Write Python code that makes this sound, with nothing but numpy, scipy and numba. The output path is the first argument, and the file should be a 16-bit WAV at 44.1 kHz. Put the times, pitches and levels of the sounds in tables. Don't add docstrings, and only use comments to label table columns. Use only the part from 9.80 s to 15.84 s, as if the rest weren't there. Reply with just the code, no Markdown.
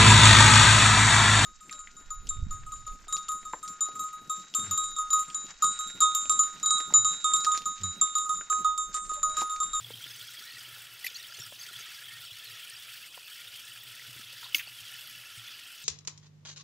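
import sys
import numpy as np
from scipy import signal
from scipy.fft import rfft, irfft
from scipy.io import wavfile
from scipy.ndimage import uniform_filter1d
from numba import njit

SR = 44100
rng = np.random.default_rng(int(sys.argv[2]) if len(sys.argv) > 2 else 0)


def master_out(mix):
    frames = np.transpose(np.atleast_2d(mix))
    ceiling = np.clip(frames, -1, 1)
    pcm = np.round(ceiling * 32767).astype(np.int16)
    wavfile.write(sys.argv[1], SR, pcm)


N = 266408

# (pitch_hz, level_db per Hz)
SHED_COLOUR = [(15, -61), (25, -19), (70, -14), (113, -10.5), (173, -14), (341, -14.5), (532, -14),
               (1080, -14.5), (1300, -8), (1690, -36), (2860, -120)]
SHED_EDGES_HZ = [20, 170, 350, 700, 1250]
SHED_DB, SHED_SIDE_DB = -69.5, -23.5

# (start_s, level_db)
HUM_LEVELS = [(0.0, -54), (0.32, -64), (0.6, -76), (0.94, -66.5), (1.09, -72), (1.39, -77), (1.58, -67),
              (1.64, -63), (1.69, -60), (1.77, -68), (2.0, -67), (2.1, -75), (2.4, -63.5), (2.58, -79.5),
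              (2.73, -62.5), (2.81, -72), (3.33, -74), (3.38, -81), (3.6, -87), (3.64, -70.5),
              (3.97, -74.5), (4.05, -61.5), (4.22, -71.5), (4.37, -68.5), (4.91, -70.5), (5.25, -71.5),
              (5.38, -67), (5.6, -71.5), (6.04, -80)]
HUM_HZ, HUM_WIDTH_HZ = 118.2, 28.4

# (start_s, peak_db, pitch_hz, t60_s)
THUMP_EVENTS = [(0.083, -60, 119, 0.15), (0.155, -59, 114, .18), (0.224, -58, 118, .18),
                (0.41, -56, 116.5, 0.2), (0.752, -56, 110, 0.13), (0.923, -54.5, 116, 0.12),
                (1.593, -46, 122, 0.092), (1.958, -55, 126, 0.13), (2.389, -58, 113, .18),
                (2.515, -54, 110, 0.19), (4.277, -52, 127, 0.2), (4.356, -50.5, 121, 0.17),
                (5.012, -53.5, 116, 0.2), (5.368, -54, 120.5, 0.16), (5.571, -49, 114.7, 0.24)]

SCUFF_S, SCUFF_DB, SCUFF_ATTACK_S, SCUFF_T60_S = 4.625, -47, .008, 0.22
SCUFF_COLOUR = [(750, -8), (1000, 2), (1500, -7), (2200, -6), (3500, -8), (5000, -10), (9000, -12)]

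# (start_s, peak_db, pitch_hz, t60_s, undertone_db relative to the tick)
TICK_EVENTS = [(0.103, -40, 470, .026, -8.5), (0.14, -53, 209, 0.032, 0), (0.259, -53, 287, .02, -11),
               (0.604, -60.5, 403, 0.029, 3), (0.956, -61, 930, .028, -11), (1.245, -51, 790, 0.016, -5),
               (1.584, -54, 424, 0.027, -16), (1.594, -54, 373, 0.033, -10), (1.7215, -42, 572, 0.018, -17),
               (1.909, -58, 376, 0.044, -2), (2.001, -61.5, 376, 0.042, 3.5),
               (3.374, -46.5, 1015, 0.015, -1.5), (3.376, -49.5, 756, .014, -8),
               (4.289, -53.5, 204, 0.021, -6), (4.361, -56.5, 306, 0.036, 3),
               (4.392, -50.5, 216, 0.039, -4), (4.53, -58, 947, 0.037, -5), (4.659, -54, 980, .04, -16),
               (4.777, -56, 1100, .025, -15), (4.75, -49.5, 295, 0.062, -7),
               (4.873, -50, 850, 0.0066, -3.5)]
TICK_OVERTONE_DB = -6.5
FAINT_TICK_DB, FAINT_TICKS_END_S = -62, 2.8

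# (start_s, peak_db)
SNAP_EVENTS = [(0.1056, -41), (1.7248, -38), (1.7266, -35.5), (1.7304, -48), (2.762, -50), (3.371, -47),
               (3.376, -40), (3.378, -35), (3.3801, -38), (4.534, -45), (4.627, -54), (4.8772, -46)]
SNAP_WIDTH_S, SNAP_LOW_HZ = 0.000081, 352

# (start_s, ring_db, tuning_ratio of the low modes, treble_db relative,
# rattle_db, rattle_t60_s)
CLACK_EVENTS = [(4.7452, -11.5, 1, -1.5, -27.5, 0.12), (4.7652, -39, 1.1, 10, -41, .02),
                (4.7815, -33, 0.94, 4, -37, 0.034), (4.793, -26, 0.87, -15, -33, 0.05),
                (4.7965, -37, .9, -20, -38, .04), (4.802, -37, 0.95, -26, -34, 0.035),
                (4.806, -34, 0.73, -30, -35, 0.054)]
# (pitch_hz, level_db relative to ring_db, t60_s, swell_s)
OBJECT_MODES = [(2226, -9.5, 0.024, 0.0049), (2700, -6.5, 0.022, 0.003), (2964, -1, 0.011, 0.00173),
                (3470, -16, 0.035, 0.0018), (4600, -20, 0.066, .003), (5090, -14.5, 0.025, 0.00099),
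                (5950, -15, 0.019, 0.0012), (6400, -27, 0.065, 0.024), (6740, -29, 0.077, 0.017),
                (9380, -24, 0.03, 0.0033), (12360, -21, 0.06, .008), (13200, -20, 0.09, 0.0077),
                (13700, -25, .05, .006), (15010, -30, .06, .002)]
# (pitch_hz, level_db)
RATTLE_COLOUR = [(900, -25), (1400, -15), (2200, -8), (4000, -7.5), (6500, -9.0), (8000, -12),
                 (11000, -10.0), (13000, -8), (14000, -8), (16000, -3.5)]
BOUNCE_SCATTER_DB = 1.5
CLACK_FLUTTER_DB = 6.5

# (start_s, peak_db, pitch_hz, length_s, rise_share)
SQUEAK_EVENTS = [(.56, -66, 2190, 0.15, .013), (.60, -55.5, 1850, 0.12, 0.017),
                 (2.27, -49, 1790, .035, .02), (2.305, -53, 1830, .03, .015),
                 (2.33, -49.5, 1840, 0.04, 0.02), (2.5, -62, 4450, 0.079, -0.00013),
                 (2.51, -61, 1900, 0.037, -0.0057), (2.545, -60, 1830, .035, -.02),
                 (2.585, -57, 1750, .025, -0.015), (2.61, -56, 1786, 0.033, -0.017),
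                 (2.72, -56, 1880, 0.026, 0.049)]

# (start_s, approximate peak_db, pitch_hz)
SPIT_EVENTS = [(1.8845, -35, 8200), (2.3366, -36.5, 9300), (2.6444, -36, 13100), (2.8986, -32.5, 8700),
               (2.9836, -41, 8424), (3.85, -35, 8350), (3.9335, -35, 9900), (4.0337, -36, 14500),
               (5.2724, -35, 11800), (5.5807, -38, 8500)]
FAINT_SPIT_DB = -43
PUFF_SAMPLES = 900

# (start_s, level_db, t60_s)
SPLASH_EVENTS = [(1.241, -36, 0.12), (1.254, -44, .06), (1.262, -29, 0.029)]
# (pitch_hz, level_db)
SPLASH_COLOUR = [(1500, -11), (2500, -2.0), (6500, -3.5), (8000, -12), (12000, 5.0), (14000, -7), (16000, -6)]

# (start_s, peak_db, pitch_hz, length_s, rise_share)
BUBBLE_EVENTS = [(0.044, -33.5, 3370, 0.005, 0.03), (0.063, -41, 3250, 0.0071, 0),
                 (0.132, -39.5, 3190, 0.018, 0.058), (0.207, -50, 5900, .022, -.04),
                 (0.223, -44, 3270, 0.014, 0.016), (0.282, -49, 6450, 0.017, -.1),
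                 (0.303, -44, 5100, .012, -.08), (0.307, -49, 6350, .01, -.05), (0.335, -46, 5050, .007, 0),
                 (0.381, -49, 6370, .011, .03), (0.44, -52, 5930, .012, .03), (0.583, -48, 4680, .011, 0),
                 (0.633, -47, 5670, 0.013, -0.012), (0.669, -46, 4050, 0.015, .01),
                 (0.743, -47, 4000, .009, -.03), (0.752, -47, 4050, .01, -.02), (0.788, -49, 6480, 0.01, 0),
                 (0.789, -45, 4950, .009, -.04), (0.24, -30.5, 3320, 0.0039, 0.027),
                 (0.245, -38, 3300, 0.0025, 0), (0.274, -42, 3540, 0.0083, 0.015),
                 (0.308, -43.5, 3400, 0.013, .01), (0.336, -48, 6250, 0.016, -.1),
                 (0.41, -39, 3460, 0.0053, -0.00076), (0.425, -41, 4030, 0.0064, 0.018),
                 (0.479, -41, 3290, .011, .02), (0.567, -40.5, 3290, 0.019, 0.032),
                 (0.687, -42, 1866, 0.0092, -0.0063), (0.702, -44, 4300, 0.016, -0.000026),
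                 (0.765, -42, 1916, 0.011, -0.02), (0.961, -44, 1426, 0.0074, 0),
                 (1.243, -28, 2000, 0.0074, .01), (1.245, -44, 4000, .006, .02),
                 (1.247, -43, 6100, .006, 0), (1.263, -31, 1970, 0.0068, 0.071),
                 (1.262, -42, 7000, .008, 0.018), (1.266, -34, 4500, 0.0065, 0.026),
                 (1.2664, -25, 2530, 0.0032, .06), (1.2655, -39, 12100, .007, 0.04),
                 (1.2695, -39, 5300, .004, -.05), (1.25, -44, 6000, .003, 0), (1.271, -41, 4090, 0.0036, 0),
                 (1.272, -39, 2330, 0.0087, -.03), (1.273, -47, 6950, .011, 0),
                 (1.276, -40, 3580, .013, -0.097), (1.294, -44, 3120, .012, 0.048),
                 (1.341, -46, 6200, 0.0086, 0.047), (1.342, -42, 5830, 0.01, -0.027),
                 (1.347, -38.5, 4180, 0.017, 0.021), (1.357, -35.5, 4540, 0.014, -0.037),
                 (1.363, -45, 6660, 0.01, -.02), (1.386, -46, 5650, .01, -.03),
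                 (1.393, -46.5, 1875, .015, 0.0093), (1.4, -40.5, 3770, .006, .03),
                 (1.422, -46, 4180, .012, -.1), (1.443, -47, 3150, 0.013, .08), (1.59, -48, 5100, .01, .04),
                 (1.789, -45, 6100, 0.0087, 0.039), (1.81, -51, 6350, .005, -.02),
                 (1.829, -44, 5150, .008, -.06), (1.918, -47, 4150, .009, 0), (1.991, -48, 6900, .01, 0),
                 (1.436, -43, 3570, 0.0057, -0.0065), (1.481, -47, 5470, 0.0089, -.02),
                 (1.482, -54, 6500, .007, .05), (1.503, -52, 6250, 0.0071, .02),
                 (1.52, -53, 6400, .009, -.02), (1.518, -43, 4810, 0.011, -0.047),
                 (1.522, -43, 1630, 0.0049, 0), (1.536, -42, 3070, 0.0095, 0.045),
                 (1.541, -50, 7100, .007, .02), (1.542, -44, 3360, 0.011, .02),
                 (1.545, -45, 4300, .014, 0.0093), (1.562, -47, 4650, .008, 0),
                 (1.569, -44, 6100, 0.0098, -.01), (1.593, -43, 7000, 0.012, .04),
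                 (1.599, -40, 7330, .005, -0.014), (1.602, -38, 5580, 0.0081, .02),
                 (1.614, -42, 3600, .012, -.05), (1.618, -39, 5440, 0.0069, -.03),
                 (1.632, -40, 5560, 0.011, -.07), (1.796, -41.5, 6450, 0.011, 0.051),
                 (1.809, -37.5, 4640, 0.011, -0.09), (1.83, -43, 6360, 0.011, -0.048),
                 (1.836, -39, 4610, 0.0051, -.02), (1.881, -47, 1430, 0.017, -0.0015),
                 (1.958, -41, 3000, 0.0056, 0.0064), (1.961, -36.5, 3420, 0.0042, 0.0064),
                 (2.002, -40, 6350, 0.0068, 0.023), (2.008, -41, 4750, 0.0049, -.03),
                 (2.174, -47, 1650, 0.023, 0.0044), (2.212, -50, 1675, .018, -.03),
                 (2.241, -39, 3300, 0.0044, .02), (2.282, -53, 4550, .008, 0), (2.335, -44, 4520, .008, 0),
                 (2.435, -47.5, 1380, 0.011, 0), (2.456, -48, 5430, 0.013, -0.0078),
                 (2.507, -41.5, 3350, 0.013, 0.039), (2.53, -43, 4060, 0.0072, .06),
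                 (2.646, -51, 4170, .006, .03), (2.649, -44, 4330, 0.016, .01),
                 (2.673, -42.5, 4050, 0.0095, 0.017), (2.712, -45, 4730, .008, 0),
                 (2.913, -47, 1824, 0.026, -0.0097), (2.929, -47, 5520, 0.022, 0),
                 (2.963, -42, 4820, .0079, 0.0071), (2.996, -41, 3300, 0.0049, 0.0022),
                 (3.344, -36, 3250, 0.003, 0.019), (3.346, -43, 2700, .005, 0), (3.402, -44, 3200, .004, 0),
                 (3.48, -39, 3460, 0.0031, 0), (3.672, -38.5, 3620, 0.0061, .01),
                 (4.195, -39.5, 1960, 0.0044, 0.0088), (4.631, -42, 1530, 0.0029, 0),
                 (4.641, -38, 3700, 0.0082, 0.000036), (4.642, -40, 4150, 0.0049, 0),
                 (4.722, -40, 2970, 0.0054, 0), (5.187, -42, 2760, .005, 0.0076),
                 (5.673, -41.5, 3456, 0.016, 0.003)]
# (start_s, end_s, lowest_hz, highest_hz, mean_peak_db)
FAINT_BUBBLE_SPELLS = [(0, 6.04, 2550, 3700, -47), (0.279, .8, 4450, 6600, -50),
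                       (1.3, 1.66, 3570, 7300, -51), (2.4, 2.75, 3800, 5460, -50)]
FAINT_BUBBLE_COUNTS = [40, 24, 44, 18]
GLIDE_SPREAD = 0.032

# (start_s, hollow_db, lower_body_db, upper_body_db, sizzle_db, top_spray_db)
JET_LEVELS = [(0.0, -51.5, -56, -51, -51.5, -52), (0.15, -53.5, -55.5, -50, -53.5, -52.5),
              (0.39, -54.5, -56.5, -52, -54, -53.5), (0.74, -55.5, -55, -53.5, -54.5, -54.5),
              (0.97, -55.5, -56, -53.5, -55.5, -53.5), (1.24, -55, -55, -53.5, -54.5, -54),
              (1.46, -56.5, -53.5, -54.5, -57, -54.5), (1.63, -55.5, -53, -52.5, -55.5, -53.5),
              (1.83, -53, -56.5, -52.5, -51.5, -52.5), (1.98, -55, -53, -50.5, -53, -53.5),
              (2.12, -54, -55, -52, -54.5, -55), (2.35, -56, -54, -51.5, -55, -53),
              (2.67, -56.5, -53, -51.5, -54, -54.5), (3.08, -55.5, -53, -52.5, -54, -53),
              (3.3, -57, -54, -55.5, -53.5, -54), (3.48, -55.5, -52, -54, -54, -54),
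              (3.65, -55, -52.5, -52, -54, -54), (3.8, -55.5, -52.5, -51.5, -54, -54),
              (4.16, -56.5, -52.5, -53, -54, -54), (4.31, -57, -54.5, -52.5, -54, -55),
              (4.64, -56, -52, -50.5, -53, -54.5), (4.84, -58, -53, -54.5, -55, -55.5),
              (5.05, -56.5, -53.5, -52, -53, -54.5), (5.23, -55.5, -52, -53, -53, -53.5),
              (5.58, -55, -54, -54, -54, -55), (5.77, -56, -51, -50.5, -53, -55.5),
              (5.9, -55, -51, -57, -55.5, -55), (6.04, -60, -53, -51, -51.5, -55)]
# (pitch_hz, level_db per Hz)
HISS_COLOUR = [(530, -54), (900, -23), (1080, -26), (1380, -12.5), (1520, -17.5), (1640, -16),
               (2130, -12.5), (2710, -10), (3280, -10), (3970, -11.5), (4690, -11), (6180, -16),
               (8230, -14.5), (13900, -13.5), (15700, -13.5)]
HISS_EDGES_HZ = [900, 1700, 2400, 3100, 4000, 5200, 7000, 9500, 12500, 16500]
# (pitch_hz, width_hz, level_db relative to one another)
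BUCKET_MODES = [(1445, 40, -13), (1717, 26, -2), (1880, 24, -6), (2670, 39, -2.5), (2954, 66, -1),
                (3186, 36, 0.5), (3407, 48, 1), (4610, 36, -3), (5380, 680, -13), (8190, 490, -8.5)]
# (start_s, end_s, depth_db)
SQUIRT_LULLS = [(0.019, 0.09, -8), (0.136, 0.2, -7.5), (1.686, 1.722, -10), (1.732, 1.793, -9),
                (2.475, 2.516, -8), (3.289, 3.327, -10.5), (3.352, 3.47, -5), (3.988, 4.06, -4)]
SPATTER_TOP = 3

TOP_HZ = 15700


def undb(db):
    return 10 ** (np.asarray(db) / 20)


def level(x, db):
    return x * undb(db) / np.sqrt(np.mean(x ** 2))


def curve(s, v):
    return np.interp(np.arange(N) / SR, s, v)


def walk(rate_hz):
    k = int(SR / rate_hz)
    steps = np.repeat(rng.standard_normal(N // k + 1), k)
    return 0.5 * uniform_filter1d(steps, k)[:N]


def bands(x, colour, edges_hz):
    hz = np.fft.rfftfreq(N, 1 / SR) + 1e-3
    points = np.array(colour, float)
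    gain_db = np.interp(np.log(hz), np.log(points[:, 0]), points[:, 1])
    spectrum = rfft(x) * undb(gain_db)
    return [irfft(spectrum * ((hz >= lo) & (hz < hi)), N) for lo, hi in zip(edges_hz[:-1], edges_hz[1:])]


def burst(s, db, t60, attack):
    t = np.arange(N) / SR - s
    return np.clip(t / attack, 0, 1) * undb(db - 60 * np.maximum(t, 0) / t60)


@njit
def add(out, s, gain, hz, attack, t60, rise, hold):
    for e in range(len(s)):
        start, phase = int(s[e] * SR), 0.
        glide_s = attack[e] + hold[e] + t60[e] / 3
        for i in range(int((attack[e] + hold[e] + t60[e]) * SR)):
            t = i / SR
            phase += 2 * np.pi * hz[e] * (1 + rise[e] * t / glide_s) / SR
            swell = np.sin(np.pi / 2 * min(t / attack[e], 1.)) ** 2
            decay = 10 ** (-3 * max(t - attack[e] - hold[e], 0.) / t60[e])
            if 0 <= start + i < len(out):
                out[start + i] += gain[e] * swell * decay * np.sin(phase)


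def rings(s, db, hz, attack, t60, rise=0., hold=0.):
    out = np.zeros(N)
    columns = np.broadcast_arrays(s, db, hz, attack, t60, rise, hold)
    s, db, hz, attack, t60, rise, hold = (np.ascontiguousarray(v, float) for v in columns)
    add(out, s, undb(db), hz, np.maximum(attack, 1e-4), np.maximum(t60, 1e-3), rise, np.maximum(hold, 0.))
    return out


def shed():
    s, db = np.transpose(HUM_LEVELS)
    swell = undb(0.12 * curve(s, db - np.mean(db)))
    mid_bands = bands(rng.standard_normal(N), SHED_COLOUR, SHED_EDGES_HZ)
    mid = sum(b * undb(2.1 * walk(7.3) + 3.6 * walk(25)) for b in mid_bands)
    side_bands = bands(rng.standard_normal(N), SHED_COLOUR, SHED_EDGES_HZ)[1:3]
    side = sum(b * undb(1.9 * walk(9)) for b in side_bands)
    opposite = np.array([[1], [-1]])
    return swell * (level(mid, SHED_DB) + level(side, SHED_DB + SHED_SIDE_DB) * opposite)


def hum():
    s, db = np.transpose(HUM_LEVELS)
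    resonance = signal.iirpeak(HUM_HZ, HUM_HZ / HUM_WIDTH_HZ, SR)
    drone = signal.lfilter(*resonance, signal.lfilter(*resonance, rng.standard_normal(N)))
    wavering = drone * undb(1.7 * walk(6.9))
    return level(wavering, 0) * undb(curve(s, db))


def thumps():
    s, db, hz, t60 = np.transpose(THUMP_EVENTS)
    return rings(s, db, hz, 0.0097, t60)


def scuff():
    rub = bands(rng.standard_normal(N), SCUFF_COLOUR, [750, 10000])[0]
    return burst(SCUFF_S, SCUFF_DB, SCUFF_T60_S, SCUFF_ATTACK_S) * level(rub, 0) * undb(7 * walk(144))


def ticks(count=18):
    c = rng.random((count, 3)).T
    faint_s = c[0] ** 1.4 * FAINT_TICKS_END_S
    faint_db = FAINT_TICK_DB + 6 * (c[1] - .5)
    faint_hz = 230 * 2.59 ** c[2]
    faint = zip(faint_s, faint_db, faint_hz, np.full(count, 0.03), np.full(count, -8.))
    s, db, hz, t60, under_db = np.transpose(list(TICK_EVENTS) + list(faint))
    body = rings(s, db, hz, 0.0037, t60)
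    overtone = rings(s, db + TICK_OVERTONE_DB, 1.94 * hz, 0.0029, 0.64 * t60)
    undertone = rings(s, db + under_db, 0.575 * hz, 0.002, t60)
    return body + overtone + undertone


def snaps():
    t = np.arange(N) / SR
    push = sum(undb(db) * np.exp(-.5 * ((t - s) / SNAP_WIDTH_S) ** 2) for s, db in SNAP_EVENTS)
    return signal.lfilter(*signal.butter(1, SNAP_LOW_HZ, "high", fs=SR), push)


def clacks():
    out = np.zeros(N)
    hz, mode_db, t60, swell = np.transpose(OBJECT_MODES)
    dull, bright = bands(rng.standard_normal(N), RATTLE_COLOUR, [800, 3800, 16500])
    scale = 1 / np.std(dull + bright)
    low = hz < 4000
    high = ~low
    flutter = undb(CLACK_FLUTTER_DB * walk(700))
    for s, db, ratio, treble_db, rattle_db, rattle_t60 in CLACK_EVENTS:
        is_bounce = s > CLACK_EVENTS[0][0]
        peak_db = db + mode_db + BOUNCE_SCATTER_DB * rng.standard_normal(len(hz)) * is_bounce
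        out += rings(s, peak_db[low], ratio * hz[low], swell[low], t60[low], -0.029)
        out += rings(s, peak_db[high] + treble_db, hz[high], swell[high], t60[high], -0.013) * flutter
        rattle = scale * (dull + undb(min(0.78 * treble_db, 0)) * bright)
        out += burst(s, rattle_db, rattle_t60, 0.0011) * rattle
    return out


def squeaks():
    s, db, hz, length, rise = np.transpose(SQUEAK_EVENTS)
    return rings(s, db, hz, 0.88 * length, 2.4 * length, rise) * undb(6.8 * walk(40.14))


def spits(count=17):
    out = np.zeros(N + PUFF_SAMPLES)
    c = rng.random((count, 3)).T
    faint_db = FAINT_SPIT_DB + 6 * (c[1] - .5)
    faint = zip(c[0] * N / SR, faint_db, 8000 * (1 + 0.23 * c[2] ** 2))
    i = np.arange(PUFF_SAMPLES)
    fade = np.minimum(i / 40, 1) * undb(-60 * i / SR / 0.021)
    for s, db, hz in list(SPIT_EVENTS) + list(faint):
        resonance = signal.iirpeak(hz, 6.0, SR)
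        noise = signal.lfilter(*resonance, signal.lfilter(*resonance, rng.standard_normal(PUFF_SAMPLES)))
        puff = level(noise, db - 20 * np.log10(2))
        start = int(s * SR)
        out[start:start + PUFF_SAMPLES] += puff * fade
    return out[:N]


def splashes():
    spray = level(bands(rng.standard_normal(N), SPLASH_COLOUR, [1200, 16500])[0], 0)
    return sum(burst(s, db, t60, 0.0047) for s, db, t60 in SPLASH_EVENTS) * spray


def faint_bubbles():
    rows = []
    for (start, end, low_hz, high_hz, mean_db), count in zip(FAINT_BUBBLE_SPELLS, FAINT_BUBBLE_COUNTS):
        c = rng.random((count, 5)).T
        s = start + (end - start) * c[0]
        db = mean_db + 7 * (c[1] - .5)
        hz = low_hz * (high_hz / low_hz) ** c[2]
        length = 0.0019 + 0.005 * c[3]
        rise = GLIDE_SPREAD * (2 * c[4] - 1)
        rows += list(zip(s, db, hz, length, rise))
    return rows


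def bubbles():
    s, db, hz, length, rise = np.transpose(list(BUBBLE_EVENTS) + faint_bubbles())
    c = rng.random((len(s), 2)).T
    main = rings(s, db, hz * (1 - rise / 2), 0.49 * length, 1.8 * length, rise, 0.18 * length)
    later_s = s + (0.9 + c[0]) * length
    neighbour = rings(later_s, np.minimum(db - 5, -43), hz * (.95 + .1 * c[1]), 0.0012, 0.015, rise)
    return main + neighbour


def froth(count=20000):
    c = rng.random((count, 4)).T
    hz = 1250 * (12.13 ** c[1])
    db = np.minimum(-2.4 * np.log(1 - c[2]), 11)
    return rings(c[0] * N / SR, db, hz, 8.85 / hz, (20 + 70 * c[3]) / hz, 0.042)


def spatter(rate=50, fade_s=0.0047):
    hits = (rng.random(N) < rate / SR) * (0.17 + 5.2 * rng.random(N))
    fading = signal.lfilter([1], [1, -np.exp(-1 / (fade_s * SR))], hits)
    pile = uniform_filter1d(fading, size=120)
    return SPATTER_TOP * np.tanh(pile / SPATTER_TOP)


def jets():
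    s, *levels = np.transpose(JET_LEVELS)
    spray = level(rng.standard_normal(N), -0.33) + level(froth(), -5.5)
    ringing = sum(undb(db) * signal.lfilter(*signal.iirpeak(hz, hz / width, SR), spray)
                  for hz, width, db in BUCKET_MODES)
    fine = bands(spray + undb(4.5) * ringing, HISS_COLOUR, HISS_EDGES_HZ)
    t = np.arange(N) / SR
    lull_steps = sum(db * ((t > a) & (t < b)) for a, b, db in SQUIRT_LULLS)
    lull_db = uniform_filter1d(lull_steps, size=1000)
    splutter, surge, drops = walk(28), walk(6.9), spatter()
    groups = [fine[:2], fine[2:3], fine[3:4], fine[4:6], fine[6:]]
    wetness = [0.26, 0.17, 0.19, 0.34, 0.4]
    lull_shares = [1, 0.24, 0.16, 0.44, 0.4]
    out = 0
    for group, db, wet, lull in zip(groups, levels, wetness, lull_shares):
        shared, fizz = walk(12), spatter(rate=40, fade_s=0.0019)
        part = 0
        for band in group:
            flicker = undb(0.3 * splutter + 0.99 * surge + 0.5 * shared + 1.6 * walk(40))
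            droplets = 0.8 * drops + 0.77 * fizz + 1.4 * spatter(rate=40, fade_s=0.0032)
            part = part + band * flicker * (1 + wet * droplets)
        out = out + level(part, 0) * undb(curve(s, db) + lull * lull_db)
    return out


def scene():
    background = shed() + hum() + thumps()
    handling = scuff() + ticks() + snaps() + clacks()
    milk = squeaks() + spits() + splashes() + bubbles() + jets()
    return background + handling + milk


def record(dry):
    return signal.sosfilt(signal.ellip(12, .2, 60, TOP_HZ, fs=SR, output="sos"), dry)


dry = scene()
out = record(dry)
master_out(out)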